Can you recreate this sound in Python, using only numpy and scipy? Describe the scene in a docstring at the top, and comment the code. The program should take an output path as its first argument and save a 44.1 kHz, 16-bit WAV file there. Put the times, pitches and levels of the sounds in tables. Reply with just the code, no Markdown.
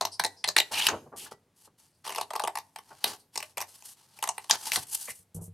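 """Scissors through paper

Scissors cut a pattern piece out of a sheet of paper, held just above a wooden table in a small room.
Each snip is a few bursts of breaking fibres: random grains that crack, fizz and drum through resonances.
Between snips the blades open in narrow-band friction noise, and coloured grains make the paper slide and flap.
Soft pushes boom in decaying table modes; at the end the piece comes free and a hand comes down on the table.
Noise echoes add the room, and short, wandering echo paths spread the whole mix to left and right."""
import sys
import numpy as np
from scipy import signal
from scipy.fft import rfft, irfft
from scipy.io import wavfile

SR = 44100
rng = np.random.default_rng(int(sys.argv[2]) if len(sys.argv) > 2 else 0)


def master_out(mix):
    """Clip the mix to full scale and print it as 16-bit PCM to the path in sys.argv[1]."""
    frames = np.transpose(np.atleast_2d(mix))
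    ceiling = np.clip(frames, -1, 1)
    pcm = np.round(ceiling * 32767).astype(np.int16)
    wavfile.write(sys.argv[1], SR, pcm)


N = 244049
TIME = np.arange(N) / SR   # seconds

# Tone of the still room. Each row: frequency in Hz, relative level in dB.
STILL_COLOUR = [(20, -27), (60, -12.5), (97, -1.5), (140, -4), (900, -18.5), (1500, -22), (10000, -30.5)]
STILL_DB = -72

# Snips: each closing of the blades holds the sheet differently. Each row: start in seconds,
# sheet level in dB against the crack (mid-snip), fizz level in dB against the crack,
# tilt of the crack in dB per octave, pitch of the sheet as a ratio, lowest frequency it radiates in Hz,
# resonance of the cut edge in Hz, its lift in dB.
SNIPS = [(0, 0.5, -10, 0, 1.003, 303, 4130, 8), (.18, -4, -8, -0.5, 0.86, 385, 4060, 9),
         (.43, -10, -11, 0, 0.9, 397, 4240, 15.5), (.55, -14.5, -11, -4, 0.97, 326, 3830, 11.5),
         (.85, -21.5, -7, 5, 0.98, 300, 4300, 5), (.88, -6, -26.5, -6, 1.11, 260, 1450, 8),
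         (2.04, -0.5, -4.5, -2, 1, 430, 2860, 8), (2.17, 6.5, -3, 0.5, 0.97, 426, 2880, 19),
         (2.29, 7.5, -4, -3, 0.98, 450, 2770, 7), (2.54, 2.5, -4, -8, 1, 529, 2780, 2),
         (3.03, -9.5, -3, -0.5, 1.06, 298, 3960, 12.5), (3.34, -5.5, -5.5, -4, 0.986, 470, 2670, 6.5),
         (3.56, -1.5, -2.5, -4.5, 0.98, 480, 2490, 10), (4.21, 1.5, -0.5, -5, 0.99, 620, 2860, 4.5),
         (4.49, 0.5, -2.5, -2, 0.98, 620, 3120, 28), (4.505, -20, -16, 6, 1.13, 290, 6100, -7),
         (4.71, -20, -10, 5.5, 0.94, 400, 5560, -8)]
DRUM_FADE_DB = 3.5   # the sheet drums less as the cut runs out towards the tips

# Bursts of parting fibres within the snips. Each row: time in seconds, volley length in seconds,
# crack level in dB (averaged over two volley lengths).
BURSTS = [(0.0106, 0.00098, -21), (0.0212, 0.00025, -24), (0.0507, 0.0016, -23.5), (0.0706, 0.00052, -36),
          (0.1951, 0.0023, -21), (0.2378, 0.00061, -21), (0.247, 0.0017, -20.5), (0.262, 0.0013, -31.5),
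          (0.441, 0.0017, -20.5), (0.476, 0.00065, -23.5), (0.4823, 0.00068, -22), (0.4867, 0.00095, -17.5),
          (0.511, 0.00044, -39), (0.5646, 0.0012, -10.5), (0.58, 0.00059, -16), (.584, 0.00098, -11.5),
          (0.6007, 0.0012, -14), (0.8668, 0.0013, -12.5), (0.8857, 0.002, -20), (0.9, 0.0019, -35),
          (2.065, .0012, -37.5), (2.0755, 0.0016, -35), (2.093, 0.001, -33.5), (2.103, 0.0013, -35),
          (2.122, .0016, -36.5), (2.138, .001, -44), (2.1477, 0.0013, -34), (2.159, 0.0016, -31.5),
          (2.182, 0.00149, -31.5), (2.2118, 0.00088, -28), (2.23, 0.0012, -45), (2.3049, 0.002, -40),
          (2.334, 0.0015, -37.5), (2.3533, 0.0011, -35.5), (2.3604, 0.0012, -31.5), (2.3952, 0.0019, -31.5),
          (2.42, 0.00081, -38.5), (2.437, 0.0014, -30), (2.449, 0.00081, -33.5), (2.4739, 0.0021, -29),
          (2.554, 0.0014, -32), (2.572, 0.0018, -33), (2.5855, 0.00085, -33.5), (2.76, 0.00098, -36),
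          (2.786, 0.0013, -42.5), (3.0412, 0.00101, -15.5), (3.356, 0.0019, -32), (3.3756, 0.0011, -24),
          (3.403, 0.0013, -35), (3.426, 0.0014, -32.5), (3.572, 0.00096, -31), (3.5793, 0.00073, -27),
          (3.604, 0.0012, -31.5), (3.613, 0.0014, -30), (3.622, 0.00095, -32.5), (3.823, 0.0007, -47),
          (4.188, 0.0014, -44), (4.225, 0.0023, -30.5), (4.238, 0.0013, -28), (4.274, 0.00085, -30),
          (4.289, 0.0017, -25), (4.38, 0.0011, -32.5), (4.443, 0.00089, -45), (4.4963, 0.0026, -24.5),
          (4.5098, 0.00062, -6.5), (4.7188, 0.00021, -12.5), (4.7592, 0.00066, -16)]
SECOND_AFTER, SECOND_DB = 2.183, -3.5   # second volley: gap in volley lengths, level against the first
# The snap in a volley: level against the spray, moment in volley lengths, scatter of its log.
SNAP_DB, SNAP_AT, SNAP_JITTER = -6, .8, .25
BARE_DB = -8   # bare click of the fibres against the resonances of the cut
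EDGE_WIDTH_HZ, EDGE_DETUNE = 420, 0.022   # cut edge: width, scatter of its log pitch per burst

# Slow cuts that crunch all the way. Each row: start in seconds, length in seconds,
# crack level in dB of the strongest bursts.
TEARS = [(0.734, .13, -27), (2.043, .165, -41.5)]
TEAR_VOLLEY_S, TEAR_SPREAD_DB = 0.001, 12

# Resonances of the sheet as a membrane. Each row: frequency in Hz, width in Hz, relative level in dB.
SHEET_MODES = [(402, 230, -12.5), (637, 81, -7.5), (884, 150, 0.5), (1141, 230, -8)]
# Resonances of the cut at the blades. Each row: frequency in Hz, width in Hz, relative level in dB.
CRACK_MODES = [(1830, 480, 2), (3016, 380, 3), (4290, 1700, -1.5), (6400, 900, 5), (6580, 570, -6)]
# Resonances of the snapping fibres. Each row: frequency in Hz, width in Hz, relative level in dB.
FIZZ_MODES = [(8094, 1100, -2), (9700, 1800, 1), (12170, 1600, -1)]

# Scissors, hand and wrist knocking on the table. 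Each row: time in seconds,
# contact in seconds (four times the decay constant of the push), level in dB.
BUMPS = [(0.2, 0.001, -51.5), (0.924, .004, -49.5), (5.195, .004, -61), (5.349, 0.0026, -37.5),
         (5.368, 0.0017, -37.5), (5.387, 0.0011, -50), (5.416, 0.0015, -40.5), (5.48, 0.0015, -45)]
# Modes of the table top. Each row: frequency in Hz, level in dB, 60 dB decay in seconds.
TABLE_MODES = [(97.1, -2, 0.62), (170, 3.5, 0.15), (257, 1.5, 0.0073), (352, -8.5, 0.07), (457, -9.5, 0.21)]
KICK_DB, KICK_LIMIT_DB = -38, -20.5   # a burst kicks the table: against its crack, up to this crack level

# Blades rubbing on each other as they open. Each row: start in seconds, length in seconds, level in dB,
# main resonance in Hz, level of the upper resonances against it in dB.
OPENINGS = [(0.113, 0.031, -48, 4960, -6.5), (0.362, 0.044, -55.5, 5100, -16),
            (1.803, 0.1, -74.5, 4700, -3.5), (3.193, 0.018, -61, 4610, -1)]
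# Upper resonances of the rubbing blades. Each row: frequency in Hz, width per filter pass in Hz,
# relative level in dB.
BLADE_UPPER_MODES = [(8300, 500, -1), (9800, 840, -2)]

# Jolts that leave the blades ringing faintly. Each row: time in seconds, level in dB.
JOLTS = [(.252, -41), (.604, -38.5), (1.315, -57)]
BLADE_HZ, BLADE_T60_S = 1950, 0.2

# Sheet edges dragged along or knocked, each sounding in one resonance. Each row: start in seconds,
# length in seconds, level in dB, centre of the resonance in Hz.
EDGE_TOUCHES = [(0.707, 0.023, -40, 830), (0.718, 0.093, -30.5, 2850), (1.172, 0.057, -51, 2925),
                (1.259, 0.0071, -48.5, 1423), (2.903, 0.017, -47, 940), (5.079, 0.0085, -42.5, 970),
                (5.072, 0.025, -44, 2090)]

# Strokes of paper sliding over blades and fingers. Each row: start in seconds, attack in seconds,
# length in seconds, rub level in dB at mid-stroke, growth over the stroke in dB, hiss against rub in dB.
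STROKES = [(0.71, 0.015, 0.16, -38, 5, -3), (0.875, 0.016, 0.042, -42.5, -14.5, -17.5),
           (1.155, 0.024, 0.099, -49.5, -1, 5), (1.252, 0.0051, 0.04, -56, -8, -5.5),
           (1.308, 0.0052, 0.022, -55, 7, -4.5), (1.539, 0.055, 0.13, -67, -0.5, 4),
           (1.771, 0.035, 0.11, -69, -14, 2.5), (2.038, 0.015, 0.19, -50, -7.5, -8),
           (2.795, 0.019, 0.36, -63, 28, -5.5), (3.056, 0.019, 0.063, -39.5, -5.5, -4.5),
           (1.84, 0.05, 1.375, -78.5, 9.5, 4.5), (3.304, 0.077, 0.22, -63, -0.5, 1),
           (3.656, 0.032, 0.16, -62.5, -5, 3.5), (3.825, 0.046, 0.11, -55, -7, 5.5),
           (3.937, 0.017, 0.58, -66.5, 12.5, -2), (4.523, 0.0069, 0.033, -38, -5.5, -9),
           (4.563, 0.011, 0.085, -52, 16.5, 1.5), (4.643, 0.0092, 0.075, -43, -12.5, 0.5),
           (4.725, 0.011, 0.045, -31.5, -0.5, 2), (4.777, 0.0092, 0.058, -46, -8.5, 3),
           (4.861, 0.014, 0.093, -51, 24.5, 9.5), (4.957, 0.018, 0.16, -51, -2.5, 8.5),
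           (5.124, 0.025, 0.11, -70, -22.5, 11.5), (5.3444, .002, 0.04, -70.5, -16, 20.5),
           (5.401, 0.035, 0.078, -75, -3, 25)]
# Sheet against rub in dB, and the dB it loses for each dB that the hiss gains.
SLIDE_DRUM_DB, LIGHT_TOUCH_SHARE = -5, 0.79
STROKE_RELEASE_S, RELEASE_SHARE = 0.0042, 0.012   # die-away time, plus a share of the stroke length
# Strokes below this level halt and crackle: swing in dB and added crackle gain at the lightest touch.
FIRM_DB, HALTING_DB, HALTING_CRACKLE = -47.5, 3, 0.27
# Tone of the sheet drumming under a stroke. Each row: frequency in Hz, relative level in dB.
SHEET_RUB_COLOUR = [(40, -41.5), (350, -13.5), (550, -18), (880, 0), (1150, -7), (1500, -12), (2500, -19)]
# Tone of the rub itself. Each row: frequency in Hz, relative level in dB.
RUB_COLOUR = [(1000, -34.5), (1700, -9.5), (2300, -11), (2900, 0.5), (3600, -2.5), (4600, 4), (6000, -1),
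              (7500, -7.5)]
# Tone of the hiss of a light touch. Each row: frequency in Hz, relative level in dB.
HISS_COLOUR = [(4000, -43), (5800, -5.5), (7300, -1), (8400, 4.5), (10000, 4.5), (12000, 3), (13000, -7.5),
               (14000, -4.5), (15500, -32)]

# Loose sheet flapping, gripped anew or pressed down. Each row: start in seconds, length in seconds,
# level in dB, top of the sound in Hz.
FLAPS = [(0.885, 0.019, -35, 3000), (0.909, 0.032, -33, 2010), (1.003, 0.028, -55, 450),
         (1.06, 0.012, -48.5, 869), (1.118, 0.024, -44, 1790), (1.135, 0.089, -58.5, 445),
         (1.316, 0.0044, -38.5, 4000), (1.671, 0.011, -58, 1516), (3.036, 0.048, -47.5, 1530),
         (4.767, 0.0088, -32.5, 1930), (5.34, 0.06, -56, 700)]
# Tone of the buckling pops. Each row: frequency in Hz, relative level in dB.
FLAP_COLOUR = [(30, -25), (95, -4.5), (170, -6), (350, 6), (900, 5.5), (1400, -0.5), (2200, -17.5),
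               (5000, -45)]

# Decay of the room. Each row: frequency in Hz, 60 dB decay in seconds.
ROOM_T60 = [(100, 0.5), (4000, 0.2568), (14000, 0.56)]
# Level of the room's echoes. Each row: frequency in Hz, level in dB.
ROOM_TAIL = [(100, 6.5), (900, -11.5), (2500, -10.5), (14000, -17)]
# Unlikeness of the two ears from close reflections, before a gain of 0.78.
# Each row: frequency in Hz, level in dB.
SPREAD = [(100, -28), (650, -23.5), (1300, -17), (14000, -10)]
# The treble comes from a little to the left. Each row: frequency in Hz, side against mid in dB.
LEAN = [(500, -49), (1000, -31), (14000, -22.5)]
CUTOFF_HZ = 16200


def from_db(db):
    """Turn decibels into gain."""
    return 10 ** (np.asarray(db) / 20)


def rms_one(x):
    """Level a sound to rms 1."""
    return x / np.sqrt(np.mean(x ** 2) + 1e-20)


def energy_one(x):
    """Level a short sound to total energy 1."""
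    return x / np.sqrt(np.sum(x ** 2) + 1e-20)


def at_hz(points, hz):
    """Read a curve on a log-frequency axis."""
    f, value = np.transpose(points)
    return np.interp(np.log(np.maximum(hz, 1)), np.log(f), value)


def coloured(x, spectrum):
    """Give a sound a spectrum that falls away above its last point."""
    hz = np.arange(len(x) // 2 + 1) * SR / len(x)
    top_fall = np.maximum(1, hz / spectrum[-1][0]) ** 2
    return irfft(rfft(x) * from_db(at_hz(spectrum, hz)) / top_fall, len(x))


def band(x, low_hz, high_hz):
    """Keep what lies between two frequencies."""
    sos = signal.butter(2, [low_hz, min(high_hz, SR * .45)], "band", fs=SR, output="sos")
    return signal.sosfilt(sos, x)


def resonate(x, hz, width):
    """Pass a sound through one resonance with gain 1 at its peak."""
    r = np.exp(-np.pi * width / SR)
    top = np.array([1, 0, -1]) * (1 - r * r) / 2
    return signal.lfilter(top, [1, -2 * r * np.cos(2 * np.pi * hz / SR), r * r], x)


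def resonate_twice(x, hz, width):
    """Two passes of the same resonance make steeper flanks."""
    return resonate(resonate(x, hz, width), hz, width)


def ring(force, hz, t60):
    """A unit click sets a sine of height 1 ringing."""
    r, w = from_db(-60 / (t60 * SR)), 2 * np.pi * hz / SR
    return signal.lfilter([0, np.sin(w)], [1, -2 * r * np.cos(w), r * r], force + 1e-18)


def add(track, s, sound):
    """Mix a sound into a track at time s."""
    i = max(0, round(s * SR))
    track[i:i + len(sound)] += sound[:max(0, N - i)]


def swell(t, length):
    """A quick rise and a slower fall, with top 1 at five sixths of the length."""
    u = np.maximum(t, 0) / length * 1.2
    return u * np.exp((1 - u * u) / 2)


def drift(per_s):
    """A random slow wander; spread 1."""
    knots = rng.standard_normal(int(N / SR * per_s) + 3)
    return rms_one(np.interp(TIME * per_s, np.arange(len(knots)), knots))


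def grains(size, per_s, spread_db):
    """Tiny slips at random moments, most small and a few large; rms 1."""
    sizes_db = spread_db * np.minimum(rng.exponential(1, size), 4)
    heights = from_db(sizes_db) * rng.choice([-1, 1], size)
    return rms_one(heights * (rng.random(size) < per_s / SR))


def still_room():
    """The quiet room is steady noise, strongest in the bass."""
    return from_db(STILL_DB) * rms_one(coloured(rng.standard_normal(N), STILL_COLOUR))


def snips():
    """The bursts of one snip share its colour, and the drumming fades from the first to the last."""
    out, bursts = np.zeros(N), sorted(BURSTS + tearing())
    ends = [row[0] for row in SNIPS[1:]] + [N / SR]
    for (start, sheet_db, *hold), end in zip(SNIPS, ends):
        run = [row for row in bursts if start <= row[0] < end]
        for k, (s, length, crack_db) in enumerate(run):
            along = (k + .5) / len(run) - .5
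            lead, sound = burst(length, crack_db, sheet_db - DRUM_FADE_DB * along, *hold)
            add(out, s - lead, sound)
    return out


def burst(length, crack_db, sheet_db, fizz_db, tilt_db, pitch, lowest_hz, edge_hz, edge_db,
          size=3072, crunch_db=-14):
    """Two volleys of breaking fibres ring in sheet and blades; returns the lead-in (s) and the sound."""
    t = (np.arange(size) - size // 8) / SR
    length = max(length, 1 / 4000)
    # a few fibres fail just ahead of the volleys, and stragglers follow as the cut moves on
    straggle = np.exp(-np.maximum(t / .012, -t / .0008))
    volleys = volley(t, length) + from_db(SECOND_DB) * volley(t - SECOND_AFTER * length, length)
    force = volleys + from_db(crunch_db) * grains(size, per_s=2800, spread_db=1.5) * straggle

    stretched = [(hz * pitch, width, db) for hz, width, db in SHEET_MODES]
    sheet = ring_out(force, stretched, lowest_hz, 2300, detune=0.0056, vary_db=2.5)

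    middle_hz = np.median([hz for hz, width, db in CRACK_MODES])
    tilted = [(hz, width, db + tilt_db * np.log2(hz / middle_hz)) for hz, width, db in CRACK_MODES]
    crack = ring_out(force, tilted, 1200, 11000, detune=0.093, vary_db=5.0)
    bare = band(force, 1000, 9000)
    crack = crack + from_db(BARE_DB) * bare / np.linalg.norm(bare)
    edge_now_hz = edge_hz * np.exp(EDGE_DETUNE * rng.standard_normal())
    crack = crack + (from_db(edge_db) - 1) * resonate(crack, edge_now_hz, EDGE_WIDTH_HZ)
    crack = crack / np.linalg.norm(crack)

    fizz = ring_out(force, FIZZ_MODES, 5000, 13500, detune=0.057, vary_db=3.5)
    mix = from_db(sheet_db) * sheet + crack + from_db(fizz_db) * fizz
    return -t[0], from_db(crack_db) * np.sqrt(2 * length * SR) * mix


def volley(t, length):
    """One bundle of fibres snaps, amid a spray of smaller breaks."""
    snap_s = length * SNAP_AT * np.exp(SNAP_JITTER * rng.standard_normal())
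    snap = np.arange(len(t)) == np.searchsorted(t, snap_s)
    spray = grains(len(t), per_s=11000, spread_db=2.5) * swell(t, length)
    return spray + from_db(SNAP_DB) * np.sqrt(length * SR) * snap


def ring_out(force, modes, low_hz, high_hz, detune, vary_db):
    """The struck modes shift a little in pitch and level with every burst; energy 1."""
    chance = rng.standard_normal((len(modes), 2))
    out = np.zeros(len(force))
    for k, ((hz, width, db), (shift, lift)) in enumerate(zip(modes, chance)):
        gain = (-1) ** k * from_db(db + vary_db * lift)   # neighbours ring in opposite polarity
        out += gain * resonate(force, hz * np.exp(detune * shift), width)
    return energy_one(band(out, low_hz, high_hz))


def tearing(count=15):
    """A slow, steady cut crunches: small bursts follow each other at uneven gaps and strengths."""
    chance = rng.random((len(TEARS), count, 2))
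    rows = []
    for (start, length, db), draws in zip(TEARS, chance):
        for k, (late, weak) in enumerate(draws):
            rows.append((start + length * (k + late) / count, TEAR_VOLLEY_S, db - TEAR_SPREAD_DB * weak))
    return rows


def table():
    """Soft contacts, and the kick of each burst through the lower blade, set the table top booming."""
    force = np.zeros(N)
    kicks = [(s, length, KICK_DB + min(crack_db, KICK_LIMIT_DB)) for s, length, crack_db in BURSTS]
    for s, contact, db in BUMPS + kicks:
        push = np.exp(-np.arange(SR // 20) / (contact * SR / 4))
        add(force, s, from_db(db) * push / push.sum())
    out = sum(from_db(db) * ring(force, hz, t60) for hz, db, t60 in TABLE_MODES)
    return band(out, 65, 3000)   # the board radiates little below its first mode


def blades(width_hz=950):
    """Steel on steel whispers in a few narrow resonances, catching as it goes."""
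    friction = grains(N, per_s=12000, spread_db=1.5) * from_db(5 * drift(per_s=23))
    upper = rms_one(sum(from_db(db) * resonate_twice(friction, hz, width)
                        for hz, width, db in BLADE_UPPER_MODES))
    out = np.zeros(N)
    for s, length, db, hz, upper_db in OPENINGS:
        main = rms_one(resonate_twice(friction, hz, width_hz))
        out += from_db(db) * swell(TIME - s, length) * (main + from_db(upper_db) * upper)
    return out


def blade_ring():
    """A jolt leaves the steel ringing on one thin note."""
    force = np.zeros(N)
    for s, db in JOLTS:
        add(force, s, from_db([db]))
    return ring(force, BLADE_HZ, BLADE_T60_S)


def sheet_edges(width_hz=850, wander=.055):
    """A dragged or knocked edge drives one broad resonance with stuttering grains; its pitch wanders."""
    stutter = grains(N, per_s=8400, spread_db=3.0) * from_db(2.4 * drift(per_s=260))
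    # the resonance wanders as the sheet bends: running phase for a 1 Hz centre
    cycles = np.cumsum(np.exp(wander * drift(per_s=91))) / SR
    r = np.exp(-np.pi * width_hz / SR)
    out = np.zeros(N)
    for s, length, db, hz in EDGE_TOUCHES:
        span = slice(round(s * SR), round(s * SR) + SR // 2)
        turn = np.exp(2j * np.pi * hz * cycles[span])
        # shift the resonance down to 0 Hz, smooth there, and shift back up
        tone = (signal.lfilter([1], [1, -2 * r, r * r], stutter[span] / turn) * turn).real
        add(out, s, from_db(db) * swell(TIME[span] - s, length) * rms_one(tone))
    return out


def sliding(clump_db=3.0, crackle_db=-9):
    """Paper slips in clumps, with crackling creases; a light touch hisses more, drums less and halts."""
    power = np.zeros((3, N))   # sheet, rub, hiss
    for *shape, hiss_db in STROKES:
        shares = from_db([[SLIDE_DRUM_DB - LIGHT_TOUCH_SHARE * hiss_db], [0], [hiss_db]])
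        power += (shares * stroke(*shape)) ** 2
    level_db = 10 * np.log10(power.sum(axis=0) + 1e-12)
    light = np.clip((FIRM_DB - level_db) / 10, 0, 1)   # 1 is the lightest touch
    swing_db = clump_db * drift(per_s=140) + HALTING_DB * light * drift(per_s=29)
    slips = grains(N, per_s=15000, spread_db=1.0) * from_db(swing_db)
    crackle = grains(N, per_s=210, spread_db=2.5)
    slips = slips + (from_db(crackle_db) + HALTING_CRACKLE * light) * crackle
    colours = (SHEET_RUB_COLOUR, RUB_COLOUR, HISS_COLOUR)
    return sum(gain * rms_one(coloured(slips, colour)) for gain, colour in zip(np.sqrt(power), colours))


def stroke(start, attack_s, length, db, growth_db):
    """A stroke sets in, grows or fades evenly in dB as it speeds up or slows down, and dies away."""
    t = TIME - start
    attack = np.sin(np.pi / 2 * np.clip(t / attack_s, 0, 1)) ** 2
    release_s = STROKE_RELEASE_S + RELEASE_SHARE * length
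    release = np.exp(-np.clip((t - length) / release_s, 0, 20))
    return attack * from_db(db + growth_db * (np.clip(t / length, 0, 1) - .5)) * release


def flapping():
    """The slack sheet buckles in dull, uneven pops, each flap with its own upper limit."""
    pops = coloured(grains(N, per_s=1500, spread_db=1.0), FLAP_COLOUR)
    return sum(from_db(db) * swell(TIME - s, length) * rms_one(band(pops, 26, top_hz))
               for s, length, db, top_hz in FLAPS)


def room_tail(size=20000, early_db=6.0, early_s=0.015):
    """Dense early echoes from nearby things, then a diffuse tail with its own decay in each band."""
    t, edges = np.arange(size) / SR, np.geomspace(70, 18000, 9)
    out, early = np.zeros(size), from_db(early_db) * swell(t, early_s)
    for low, high in zip(edges, edges[1:]):
        hz = np.sqrt(low * high)
        tail = from_db(-60 * t / at_hz(ROOM_T60, hz)) * (1 - np.exp(-t / .004))
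        fade = energy_one(tail + early)
        out += from_db(at_hz(ROOM_TAIL, hz)) * band(rng.standard_normal(size), low, high) * fade
    return out


def in_room(x):
    """The echoes of a sound in the room, drawn afresh at each call."""
    return signal.fftconvolve(x, room_tail())[:N]


def spread_out(x, size=512):
    """Four short echo paths with wandering shares spread the whole mix to left and right."""
    paths = rng.standard_normal((4, size)) * swell(np.arange(size) / SR, 0.0018)
    side = np.zeros(N)
    for path in paths:
        share = np.tanh(2 * drift(per_s=250))
        side += signal.fftconvolve(x, energy_one(path))[:N] * share
    return coloured(side * 0.78, SPREAD)


def scene():
    """Scissors and paper close to the microphone, with the table and the small room around them."""
    near = snips() + blades() + sheet_edges() + sliding() + flapping()
    mid = near + in_room(near) + table() + blade_ring() + still_room()
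    wide_room = from_db(-6.0) * band(in_room(near), 1100, 18000)
    side = spread_out(mid) + coloured(mid, LEAN) + wide_room
    return np.array([mid + side, mid - side])   # left, right


def record(dry):
    """Peaks beyond 0.88 are clipped; then a steep filter cuts the top."""
    top_cut = signal.ellip(10, .1, 80, CUTOFF_HZ, fs=SR, output="sos")
    return signal.sosfilt(top_cut, np.clip(dry, -.88, .88))


dry = scene()
out = record(dry)
master_out(out)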